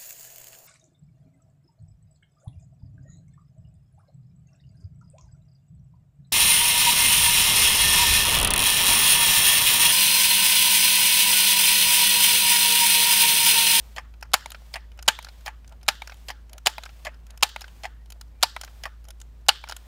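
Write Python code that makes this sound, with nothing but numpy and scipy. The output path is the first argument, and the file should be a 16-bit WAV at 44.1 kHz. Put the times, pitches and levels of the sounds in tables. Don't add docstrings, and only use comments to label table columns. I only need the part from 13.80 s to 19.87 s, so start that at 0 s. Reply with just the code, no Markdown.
import sys
import numpy as np
from scipy import signal
from scipy.fft import rfft, irfft, next_fast_len
from scipy.io import wavfile
from scipy.ndimage import uniform_filter1d, map_coordinates

SR = 44100
rng = np.random.default_rng(int(sys.argv[2]) if len(sys.argv) > 2 else 0)


def makeup_ratio(level_db):
    decades = np.asarray(level_db, float) / 20
    return 10 ** decades


def unload_audio(sound):
    columns = np.transpose(np.atleast_2d(sound))
    steps = np.round(np.clip(columns, -1, 1) * 32767)
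    wavfile.write(sys.argv[1], SR, steps.astype(np.int16))


N = 267667

# start_s [s], touch_db [dB], slip_db [dB], hardness_db [dB]
STOP_TOUCHES = [
    (0.1621, -41.5, -37.5, 0),
    (0.9382, -38.5, -39.5, 1),
    (1.66, -39, -36, 0.5),
    (2.4836, -38, -38, 1.5),
    (3.2489, -39, -37, -0.5),
    (4.034, -41, -36, 0),
    (5.0351, -39, -44, 0),
]
# start_s [s], peak_db [dB], grip_hz [Hz], extra_stock_db [dB]
REST_BLOWS = [
    (.1820, -18.5, 1840, -4),
    (.9574, -19.5, 1830, -6),
    (1.6792, -19, 1750, -1),
    (2.5026, -19.5, 1927, 0),
    (3.2680, -20.5, 1950, -1),
    (4.0533, -20, 2040, -1),
    (5.0552, -18.5, 1850, -6),
]
# start_s [s], level_db [dB], hardness_db [dB], extra_stock_db [dB], extra_grip_db [dB]
LATCH_KNOCKS = [
    (0.6585, -34, -1.5, -1.5, -6),
    (1.3883, -35.5, 2, -0.5, -0.5),
    (2.2194, -37, -0.5, -0.5, -1),
    (2.981, -35, -0.5, 1, 0),
    (3.761, -34, -1.5, 0, 1.5),
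    (4.7636, -34, -1, 0, 0),
    (5.839, -37.5, -3, 0.5, -2.5),
]
# start_s [s], level_db [dB], hardness_db [dB], extra_stock_db [dB], extra_grip_db [dB]
SEATINGS = [
    (0.5399, -11, 1, 3, 4.8),
    (1.2842, -8.5, 0.65, 4.3, 1),
    (2.0859, -11.5, -1.9, 1.8, 1.7),
    (2.869, -12.5, -0.78, 2, 1.1),
    (3.631, -9, -1, 2.5, 0.89),
    (4.632, -10.5, 0.67, 2.2, 2.4),
    (5.689, -10, 0.94, 3, 3.5),
]
# stock_db [dB], grip_db [dB], tube_db [dB], link_db [dB], rattle_t60_ms [ms]
BY_SEAT = (-8, -1, 2.5, 2, 54)
LATCH_REACH = (1, 2, -3.5, -7.5, 29)


def unit(x):
    return x / np.sqrt(np.mean(x ** 2) + 1e-20)


def along(points, hz):
    f, v = np.transpose(points)
    return np.interp(np.log(hz + 1), np.log(f + 1), v)


def wobble(rate):
    knots = rng.standard_normal(int(N * rate / SR) + 4)
    return map_coordinates(knots, [np.arange(N) * rate / SR])


def rush(spectrum):
    m = next_fast_len(N + 8192)
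    colour = makeup_ratio(along(spectrum, np.fft.rfftfreq(m, 1 / SR)))
    return unit(irfft(rfft(rng.standard_normal(m)) * colour, m)[:N])


def lay(sounds, start_s):
    length = sounds.shape[1]
    where = np.round(start_s * SR).astype(int) + np.arange(length)
    return np.bincount(where.ravel(), sounds.ravel(), N + length)[:N]


def ring(force, modes, scatter_db, head):
    f = np.fft.rfftfreq(force.shape[1], 1 / SR)
    gains = makeup_ratio(scatter_db * rng.standard_normal((len(force), len(modes))))
    shapes = np.array([(-1) ** k * makeup_ratio(db) * 1j * f * w / (c * c - f * f + 1j * f * w)
                       for k, (c, w, db) in enumerate(modes)])
    soft = 1 / (1 + 1j * f / (1.2 * modes[-1][0]))
    soft = soft * (1j * f / (1j * f + 430)) ** 2
    out = irfft(rfft(force) * (gains @ shapes) * soft, force.shape[1])
    return out / np.sqrt(np.mean(out[:, :head] ** 2, axis=1, keepdims=True))


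def contacts(rows, parts, rise_s, spiky_db, blow, scatter_db):
    # pitch_hz [Hz], width_hz [Hz], level_db [dB]
    link_modes = [(6000, 410, -7), (6940, 510, -1), (9080, 1000, -4), (9830, 690, -3.5), (10970, 720, -7.5),
                  (12350, 920, -6.5), (12820, 480, -9.5), (14900, 980, -6.5), (15100, 920, -7)]
    s, *levels, t60_ms = np.transpose(rows)[:, :, None]
    t = np.arange(2048) / SR
    spikes = makeup_ratio(spiky_db * rng.standard_normal((len(s), len(t))))
    chatter = rng.standard_normal((4, len(s), len(t))) * spikes
    lives = (0.71, 0.85, 0.65, 0.53)
    weights = (1.8, 0.85, 0.46, 0.58)
    heads = (121, 102, 79, 67)
    sound = 0
    for db, grit, modes, share, weight, head in zip(levels, chatter, [*parts, link_modes], lives, weights, heads):
        decay = makeup_ratio(-60 * t / (share * np.maximum(t60_ms, 3) / 1000))
        force = grit * (1 - np.exp(-t / rise_s)) * decay
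        force[:, 8] += blow * weight
        sound = sound + makeup_ratio(db) * ring(force, modes, scatter_db, head)
    return lay(sound, s)


def struck(rows, kind):
    # stock [dB/dB], grip [dB/dB], tube [dB/dB], link [dB/dB]
    hardness_tilt = (-0.014, -0.52, 0.25, 0.88)
    out = []
    for s, db, hard_db, *extra in rows:
        held = np.pad(extra, (0, 4 - len(extra)))
        levels = db + np.array(kind[:4]) + hard_db * np.array(hardness_tilt) + held
        out.append((s, *levels, kind[4]))
    return out


def swells(rows, modes, lumpy_db):
    s, length, db = np.transpose(rows)[:, :, None]
    t = np.arange(8192) / SR
    lumps = makeup_ratio(lumpy_db * wobble(45)[:len(s) * len(t)].reshape(len(s), -1))
    force = rng.standard_normal(lumps.shape) * lumps * np.sin(np.pi * np.minimum(t / length, 1)) ** 2
    return lay(makeup_ratio(db) * ring(force, modes, scatter_db=5, head=4096), s)


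def background():
    # pitch_hz [Hz], density_db [dB per Hz]
    air_curve = [(20, -21.5), (55, -0.5), (110, -7), (200, -13.5), (330, -20), (750, -26), (2000, -34),
                 (5000, -44.5), (14000, -56), (16500, -55)]
    # pitch_hz [Hz], level_db [dB rms], start_phase [radians]
    hum_lines = [(35.01, -71, -1.53), (55.44, -44.5, 1.42), (124.39, -73, -.04)]
    t = np.arange(N) / SR
    hum = sum(np.sqrt(2) * makeup_ratio(db) * np.sin(2 * np.pi * hz * t + start) for hz, db, start in hum_lines)
    return makeup_ratio(0.6 + 0.4 * wobble(3)) * hum + makeup_ratio(-57 + 1.1 * wobble(5)) * rush(air_curve)


def slide():
    # pitch_hz [Hz], density_db [dB per Hz]
    rub_curve = [(240, -27), (400, -10), (513, -1.5), (971, -1), (1350, -6), (3070, -6.5), (14100, -16),
                 (15700, -15.5), (16500, -53)]
    latch_db, stop_db, eased_db, shut_db, ease_s = -57.5, -59.5, -68.5, -70, 0.08
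    stations = [(0.023, latch_db)]
    stations += [(s, latch_db) for s, *_ in LATCH_KNOCKS]
    stations += [(s, shut_db) for s, *_ in SEATINGS]
    for s, *_ in STOP_TOUCHES:
        stations += [(s, stop_db), (s + ease_s, eased_db)]
    s, db = np.transpose(sorted(stations))
    grain = makeup_ratio(wobble(89) + 0.76 * wobble(8.7))
    return makeup_ratio(np.interp(np.arange(N) / SR, s, db) - 1.5) * unit(grain * rush(rub_curve))


def leak():
    # pitch_hz [Hz], density_db [dB per Hz]
    hiss_curve = [(2500, -29), (5000, -6.5), (9000, -1), (10500, -6.5), (12200, 1), (15500, -2.5),
                  (16500, -40)]
    spurt_db, spurt_s, still_db, drawn_db, stops_in_s = -55.5, 0.16, -81, -68.5, 0.03
    stations = []
    for s, *_ in SEATINGS:
        stations += [(s - 0.001, still_db), (s, spurt_db), (s + spurt_s, still_db)]
    for s, *_ in STOP_TOUCHES:
        stations += [(s, drawn_db), (s + stops_in_s, still_db)]
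    s, db = np.transpose(sorted(stations))
    return makeup_ratio(np.interp(np.arange(N) / SR, s, db) + 1.5 * wobble(40)) * rush(hiss_curve)


def seal():
    squeaks = [
        (0.1514, -45),
        (0.9359, -43.5),
        (1.653, -38),
        (2.472, -44),
        (3.2491, -49.5),
        (4.0213, -50),
        (5.0255, -48),
    ]
    out, t = np.zeros(N + SR), np.arange(SR // 80) / SR
    for s, db in squeaks:
        hz = 12400 * (1 + 0.02 * rng.standard_normal())
        drift = np.cumsum(0.12 * rng.standard_normal(len(t)))
        squeak = np.hanning(len(t)) * np.sin(2 * np.pi * hz * t + drift)
        out[round(s * SR):][:len(t)] += makeup_ratio(db - 10) * squeak
    return out[:N]


def stop_contacts():
    # pitch_hz [Hz], width_hz [Hz], level_db [dB]
    stop_modes = [
        [(630, 120, -4), (820, 220, -3), (1150, 260, -5)],
        [(1800, 350, -3), (2450, 600, -6)],
        [(3100, 300, 0), (4330, 500, -5), (5150, 450, -2)],
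    ]
    # stock dB, grip dB, tube dB, link dB, rattle t60 ms
    by_touch, by_slip, by_rest = (-8, -4, 0, -6, 48), (-5, -1, -10, -13.5, 39.5), (-21, -21, -26, -30, 75)
    held_stock_db = [1, -2.5, 0, -2.5, 0.5, 2.5, -4.5]
    held_grip_db = [-2.3, 0.92, 0.4, -1.1, -1, 1, 0.5]
    rows = []
    for touch, rest, *held in zip(STOP_TOUCHES, REST_BLOWS, held_stock_db, held_grip_db):
        s, touch_db, slip_db, hard_db = touch
        rows += struck([(s, touch_db, hard_db, *held)], by_touch)
        rows += struck([(s + 0.0087, slip_db, hard_db, *held)], by_slip)
        rows += struck([(rest[0], rest[1], hard_db, *held)], by_rest)
    rise_s = np.tile([0.001, 0.0006, 0.0005], len(STOP_TOUCHES))[:, None]
    blow = np.tile([1.5, 5, 1], len(STOP_TOUCHES))
    return contacts(rows, stop_modes, rise_s=rise_s, spiky_db=5, blow=blow, scatter_db=2.5)


def thump():
    # start_s [s], level_db [dB]
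    jolts = [
        (0.536, -15),
        (1.285, -14.5),
        (2.085, -17),
        (2.867, -17.5),
        (3.629, -17.5),
        (4.629, -21),
        (5.687, -17.5),
    ]
    pushes = [(s, db, 210) for s, db, *_ in jolts + struck(LATCH_KNOCKS, LATCH_REACH)]
    pushes += [(s, -36, 135) for s, *_ in STOP_TOUCHES + REST_BLOWS]
    out, t = np.zeros(N + SR), np.arange(SR // 10) / SR
    for s, db, hz in pushes:
        low = makeup_ratio(-11.5 - 60 * t / 0.035) * np.sin(2 * np.pi * hz * t)
        low += makeup_ratio(-22 - 60 * t / 0.03) * np.sin(2 * np.pi * 1.43 * hz * t)
        out[round(s * SR):][:len(t)] += makeup_ratio(db) * low * (1 - np.exp(-t / 0.0029))
    return out[:N]


def snaps():
    # start_s [s], peak_db [dB]
    catch_snaps = [(.5351, -8), (.5402, -4), (1.2808, -4), (1.2846, -7), (2.0815, -9), (2.0862, -6),
                   (2.8625, -2), (3.6274, -2), (4.6282, -2), (4.6334, -6), (5.6855, -2), (5.6906, -9),
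                   (2.4925, -28), (2.4942, -28)]
    # pitch_hz [Hz], width_hz [Hz], level_db [dB]
    catch_modes = [(3950, 850, 2.5), (7000, 900, 2.5), (9500, 1300, -8), (15200, 2500, -9)]
    # start_s [s], peak_db [dB], pitch_hz [Hz], width_hz [Hz]
    bounces = [(.5408, -4.5, 1270, 450), (.5415, -0.5, 5000, 600), (.5424, -12, 3100, 600),
               (.5447, -11, 3290, 700), (1.2823, -9.5, 3000, 597), (1.2852, 2, 3140, 351),
               (1.2853, -13, 930, 400), (1.2864, -8, 4900, 500), (1.2886, -9, 3900, 704),
               (2.0872, -3, 2450, 900), (2.0886, -7, 5200, 497), (2.0895, -3, 3100, 593),
               (2.8696, -3, 3030, 451), (2.8698, -6.5, 1120, 380), (2.8722, -4, 2730, 502),
               (2.8745, -14, 846, 200), (3.6313, 3, 2740, 453), (3.6330, -3, 4760, 500),
               (3.6347, -10.5, 3206, 594), (4.6322, -1.5, 1358, 503), (4.6330, -0.5, 5250, 496),
               (4.6350, -2, 4600, 700), (4.6362, -14.5, 953, 300), (5.6864, -14.5, 790, 149.5),
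               (5.6894, -5, 3300, 687), (5.6928, 3.5, 2970, 442), (.7464, -36, 1560, 130),
               (2.2965, -33, 1570, 200), (3.842, -36.5, 1500, 90), (5.9222, -26, 1554, 130.5),
               (1.4688, -40.5, 1600, 150), (5.899, -35.5, 763, 119.7), (3.8165, -37, 5370, 399),
               (2.274, -30.5, 5280, 400)]
    # start_s [s], peak_db [dB], pitch_hz [Hz], width_hz [Hz]
    booms = [(.5362, -16, 630, 68), (.5440, -18.5, 560, 200), (3.6385, -19.5, 720, 150),
             (5.6960, -16.5, 780, 94), (4.6325, -5.5, 7400, 550), (4.6345, -11, 3600, 700),
             (3.6322, -7, 3050, 390), (1.2862, -6.5, 3800, 370), (.4262, -35, 900, 200),
             (.4264, -33.5, 2700, 350), (0.82, -42, 770, 230), (.7188, -38, 4800, 450),
             (1.1905, -42, 1500, 250), (0.61, -32, 1600, 350), (2.0125, -49.5, 3100, 400),
             (1.8455, -49, 1570, 200), (0.72, -32.5, 3100, 360), (.6588, -35, 4100, 500),
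             (2.531, -48, 3280, 250)]
    # start_s [s], peak_db [dB], pitch_hz [Hz], width_hz [Hz]
    hollows = [(.5400, -11, 1000, 260), (1.2845, -11, 890, 130), (2.0865, -14.5, 880, 90),
               (2.8625, -15, 790, 120), (2.8748, -15.5, 800, 140), (3.6270, -12.5, 940, 160),
               (3.6322, -12, 840, 230), (4.6355, -7.5, 930, 180), (4.6325, -14.5, 860, 250),
               (4.6285, -9.5, 3800, 560), (3.6326, -8.5, 3000, 450), (2.8698, -10, 4200, 530),
               (4.4118, -45.5, 1700, 350), (4.414, -52, 910, 130), (4.3222, -52.5, 1320, 360),
               (.5370, -15, 800, 170), (1.2812, -12.5, 800, 180), (2.0835, -14, 910, 170),
               (2.8655, -20, 1100, 230), (4.629, -15.5, 780, 200), (5.6900, -11.5, 796, 130),
               (5.690, -14.5, 1800, 230), (1.2860, -12.5, 1500, 400), (2.0885, -14.5, 1600, 320),
               (3.6345, -10, 4200, 500), (2.8705, -13, 5300, 580), (2.873, -14.5, 4900, 700),
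               (4.643, -21.5, 900, 150), (3.645, -23.5, 900, 150), (5.6880, -13, 1035, 200),
               (5.6915, -10, 2420, 350), (1.2870, -14, 1010, 200), (.7190, -38, 1500, 300),
               (1.4466, -36, 5300, 500), (3.0355, -34, 5300, 450), (2.2745, -40, 1450, 300),
               (.5425, -15, 1000, 200)]
    # pitch_hz [Hz], width_hz [Hz], over_contact_db [dB]
    latch_rings = [(660, 130, -4), (920, 140, 1), (2280, 220, 4), (3100, 300, 2), (4100, 600, 2),
                   (6800, 1200, -5)]
    # pitch_hz [Hz], width_hz [Hz], over_contact_db [dB]
    rest_rings = [(1170, 300, -8), (2550, 450, 0), (3030, 400, -8), (4250, 800, -5), (6800, 1300, -4),
                  (11500, 3000, -9)]
    clean_db = 2.5
    rows = [(s, db + clean_db, hz, width) for s, db, hz, width in bounces] + booms + hollows
    rows += [(s, db + level, hz, width) for s, db in catch_snaps for hz, width, level in catch_modes]
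    rows += [(s + 0.0004, db + level, hz, width) for s, db, *_ in LATCH_KNOCKS for hz, width, level in latch_rings]
    for s, db, grip_hz, extra_db in REST_BLOWS:
        rows += [(s, db + level, hz, width) for hz, width, level in rest_rings]
        rows += [(s, db, grip_hz, 210)]
        rows += [(s + 0.0008, db + extra_db - 5, 765, 120)]
    rows += [(s + 0.003, db + 7, 640, 140) for s, db, *_ in STOP_TOUCHES]
    s, db, hz, width = np.transpose(rows)[:, :, None]
    t = np.arange(SR // 30) / SR
    sound = makeup_ratio(db) * np.sin(2 * np.pi * hz * t) * np.exp(-np.pi * width * t) * (1 - np.exp(-t / 0.00016))
    return signal.sosfilt(signal.butter(3, 480, "hp", fs=SR, output="sos"), lay(sound, s))


def stock_linger():
    # pitch_hz [Hz], over_stock_db [dB], t60_s [s]
    slow_modes = [(872, -7.5, .1), (1760, -15.5, 0.12)]
    blows = struck(SEATINGS, BY_SEAT) + [(s, db - 12) for s, db, *_ in REST_BLOWS]
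    out, t = np.zeros(N + SR), np.arange(SR // 5) / SR
    for s, stock_db, *_ in blows:
        for hz, db, t60 in slow_modes:
            drift = np.cumsum(0.046 * rng.standard_normal(len(t)))
            envelope = makeup_ratio(stock_db + db - 60 * t / t60) * (1 - np.exp(-t / 0.0016))
            out[round(s * SR):][:len(t)] += envelope * np.sin(2 * np.pi * hz * t + drift)
    return out[:N]


def air_and_glove():
    # pitch_hz [Hz], width_hz [Hz], level_db [dB]
    gulp_modes = [(1200, 200, -3), (1500, 300, -0.5), (1830, 250, -4.5)]
    # pitch_hz [Hz], width_hz [Hz], level_db [dB]
    palm_modes = [(614, 120, -2), (880, 94, -6), (1460, 470, -12)]
    # start_s [s], length_s [s], level_db [dB]
    squeezes = [
        (.43, 0.046, -64.5),
        (1.13, 0.13, -66),
        (1.87, 0.11, -60),
        (2.69, 0.11, -58.5),
        (3.47, 0.109, -62.5),
        (4.29, 0.12, -69.5),
        (5.25, 0.081, -62.5),
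    ]
    # start_s [s], length_s [s], pitch_hz [Hz], width_hz [Hz], level_db [dB]
    whistles = [
        (.965, 0.1, 1800, 60, -70.5),
        (4.113, 0.17, 1875, 45, -76),
        (4.52, .12, 2363, 14, -77.5),
    ]
    # start s, length s, dB
    gulps = [(s + 0.0193 + 0.0046, 0.13, -66) for s, *_ in STOP_TOUCHES]
    valve = sum(swells([(s, length, db)], [(hz, width, 0)], lumpy_db=3.5)
                for s, length, hz, width, db in whistles)
    return swells(gulps, gulp_modes, lumpy_db=4.5) + swells(squeezes, palm_modes, lumpy_db=5) + valve


def ticks():
    # pitch_hz [Hz], width_hz [Hz], level_db [dB]
    pivot_modes = [
        [(790, 290, 7.5), (1060, 130, -10.5)],
        [(1390, 160, 1.5), (2550, 450, -3.5)],
        [(3020, 300, -1), (4040, 560, -2), (5250, 650, 0)],
    ]
    # start_s [s], level_db [dB], hardness_db [dB]
    pins = [(.7036, -43.5, 1.5), (.7182, -40, -1.5), (.9312, -59, 1), (1.2256, -43.5, 1.5),
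            (1.4259, -46.5, 0), (1.4462, -39, -3), (1.608, -59.5, -1), (1.877, -56, 3.5),
            (2.2739, -40.5, -6), (2.7313, -46, 3), (2.7804, -45, -1.5), (2.8555, -48, -1.5),
            (3.0351, -38, -5), (3.4666, -56.5, -2.5), (3.5051, -50, 1.5), (3.575, -47.5, -1),
            (3.6905, -46, 1.5), (3.8083, -43.5, -1), (4.3027, -48, 1), (4.3217, -47.5, 1),
            (4.4115, -45, -1), (4.8125, -35.5, 0), (4.8466, -44, 0.5), (5.2851, -50, 4), (5.3049, -46, 0.5),
            (5.4015, -56, 4), (5.4146, -50, 5.5), (5.8873, -41, -0.5), (5.9112, -38, -3),
            (5.965, -40.5, 2.5)]
    # start_s [s], level_db [dB], hardness_db [dB]
    creaks = [(.426, -37, 3), (.5606, -44, 2.5), (.7462, -41, -3.5), (1.1901, -42.5, 2), (1.4686, -47, -6),
              (1.4863, -42.5, 4), (1.7039, -64, -12), (1.8928, -60, 14), (1.9225, -55.5, 10),
              (2.03, -51.5, 11.5), (2.013, -63, 7.5), (2.2962, -45, -1), (2.3204, -42.5, -2),
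              (2.728, -75, -5.5), (2.898, -42.5, 11), (3.0539, -48, 14), (3.0595, -42.5, -2.5),
              (3.0912, -49.5, -3), (3.3365, -66, -5.5), (3.3426, -58.5, 5), (3.5012, -60, -6.5),
              (3.8163, -38, 9), (3.842, -45.5, -7), (3.8796, -48.5, 8), (4.8347, -37.5, 3),
              (4.8766, -49, -3), (5.7093, -39.5, -6), (5.8738, -46, -4), (5.8956, -33.5, 11),
              (5.9217, -35, 8)]
    # start_s [s], level_db [dB], hardness_db [dB]
    shifts = [(.2159, -79, -12), (.339, -58, -7), (.4101, -59.5, 7), (.4541, -66, -6), (.5169, -57, -1),
              (.5292, -75, 7), (.6963, -68, -2), (1.1173, -58.5, -5), (1.1755, -59, 3), (1.257, -64, 3),
              (1.2627, -59, -1), (1.6525, -60, 3), (5.664, -57, -1), (1.845, -60.5, -6.5),
              (2.0637, -59, -1), (2.0747, -60, -7), (2.3118, -60, -11), (2.3422, -61, 11),
              (2.3693, -69, 14), (2.695, -58, 4), (3.026, -58, 4), (3.129, -78, 7), (3.6085, -58, -1),
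              (3.7956, -59, 3), (4.2589, -63, 3.5), (4.6095, -59.5, 2), (4.6173, -55, 0.5),
              (5.242, -62, 5.5), (5.2514, -57.5, -2), (5.814, -63, 8)]
    rows = struck(pins, (-7.5, -5.5, 0, 2, 30))
    rows += struck(creaks, (-2.5, -1, -4, -14, 39))
    rows += struck(shifts, (-1.5, -0.7, 0, -1, 28.5))
    return contacts(rows, pivot_modes, rise_s=0.00085, spiky_db=1.5, blow=5, scatter_db=3.5)


def slams():
    # pitch_hz [Hz], width_hz [Hz], level_db [dB]
    stock_modes = [(622, 160, -4.5), (794, 90, 4.5), (867, 110, -0.5), (950, 120, -0.5)]
    # pitch_hz [Hz], width_hz [Hz], level_db [dB]
    grip_modes = [(1296, 370, -5.5), (1677, 220, -3.5), (2430, 400, -5)]
    # pitch_hz [Hz], width_hz [Hz], level_db [dB]
    tube_modes = [(2930, 190, -2.5), (3900, 450, -5.5), (4580, 530, -2), (5220, 1100, -8)]
    grazes = [
        (0.5348, -21, 5, -1, -1),
        (1.2785, -20, 0.5, 3, -1.5),
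        (2.0813, -20.5, -1, 2, 1.5),
        (2.8596, -24, -5, -0.5, 0.5),
        (3.6253, -23.5, 4, -0.5, -1.5),
        (4.6265, -21.5, 0, -2, -1),
        (5.6845, -27, 12, -1, -2),
    ]
    catches = [
        (0.5372, -21.5, -2.1, 6.6, 3),
        (1.2806, -11.5, 0.072, 2.9, 3),
        (2.0835, -22.5, 0.29, 4.1, 3),
        (2.8624, -22.5, 0, 3.6, 3),
        (3.6272, -14.5, -1.3, 5, 3),
        (4.628, -18.5, 0.089, 3.1, 3),
        (5.6855, -17.5, 0.26, 7.6, 3),
    ]
    rows = struck(grazes, (-1, -2, 1.5, 2, 38.5))
    rows += struck(catches, (-5.5, -10.5, 5, -4, 26.5))
    rows += struck(SEATINGS, BY_SEAT)
    parts = [stock_modes, grip_modes, tube_modes]
    return contacts(rows, parts, rise_s=0.0002, spiky_db=4, blow=10, scatter_db=1.6)


def latch():
    # pitch_hz [Hz], width_hz [Hz], level_db [dB]
    latch_modes = [
        [(640, 100, -7), (930, 140, -3.5)],
        [(1300, 240, -4), (2296, 340, 2)],
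        [(3160, 560, 0), (3920, 400, 7), (5470, 1500, -7)],
    ]
    rows = struck(LATCH_KNOCKS, LATCH_REACH)
    return contacts(rows, latch_modes, rise_s=0.00039, spiky_db=4.5, blow=4, scatter_db=2.5)


def yard(x):
    # pitch_hz [Hz], t60_s [s], level_db [dB]
    scatter = [(300, 0.43, -9), (880, 0.17, 1), (1600, 0.54, 0), (2330, 0.17, 0), (3130, 0.53, 0),
               (6000, 0.45, -3), (10000, 0.15, 4), (16000, 0.3, -3.5)]
    # delay_s [s], level_db [dB]
    walls = [
        (0.024, -5),
        (.036, -11.5),
        (.066, 0.5),
        (.085, -5.5),
    ]
    hz, t, z = signal.stft(x, SR, nperseg=256)
    energy = uniform_filter1d(np.abs(z) ** 2, size=9, axis=0)
    lag = t[:240]
    f, t60, db = np.transpose(scatter)
    swell = 1 + sum(makeup_ratio(wall_db + 5) * np.exp(-((lag - d) / 0.0013) ** 2) for d, wall_db in walls)
    level_db = along(list(zip(f, db)), hz)[:, None]
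    decay_s = along(list(zip(f, t60)), hz)[:, None]
    answer = swell * makeup_ratio(level_db - 60 * lag / decay_s)
    answer = answer * (lag > 0.006)
    back = signal.fftconvolve(energy, answer ** 2, axes=1)[:, :len(t)]
    fresh = signal.stft(rng.standard_normal(N), SR, nperseg=256)[2]
    fresh = fresh / np.sqrt(np.mean(np.abs(fresh) ** 2))
    patches = uniform_filter1d(rng.standard_normal(z.shape), size=4, axis=0)
    patches = unit(uniform_filter1d(patches, size=2, axis=1))
    back = back * makeup_ratio(1.3 * patches) ** 2
    return signal.istft(fresh * np.sqrt(np.abs(back)), SR, nperseg=256)[1][:N]


def scene():
    rifle = makeup_ratio(-5.5) * slams() + latch() + stop_contacts() + ticks()
    rifle = rifle + snaps() + thump() + seal() + stock_linger()
    around = makeup_ratio(-32) * yard(rifle) + background()
    return (rifle + around + slide() + air_and_glove() + leak())[None]


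def low_pass(x):
    return signal.sosfilt(signal.butter(12, 17130, fs=SR, output="sos"), x)


def record(dry):
    dry = signal.sosfilt(signal.butter(1, 22, "hp", fs=SR, output="sos"), dry)
    dry = dry - 0.45 * signal.lfilter(*signal.iirpeak(10500, 9, fs=SR), dry)
    fall = np.exp(-1 / (0.12 * SR))
    held = signal.lfilter([1 - fall], [1, -fall], dry ** 2)
    ducked = dry / (1 + held / makeup_ratio(-26) ** 2) ** 0.22
    rounded = ducked / (1 + np.abs(ducked / 0.9) ** 6) ** (1 / 6)
    heard = signal.sosfilt(signal.cheby2(8, 45, 17100, fs=SR, output="sos"), rounded)
    return low_pass(heard)


dry = scene()
out = record(dry)
unload_audio(out)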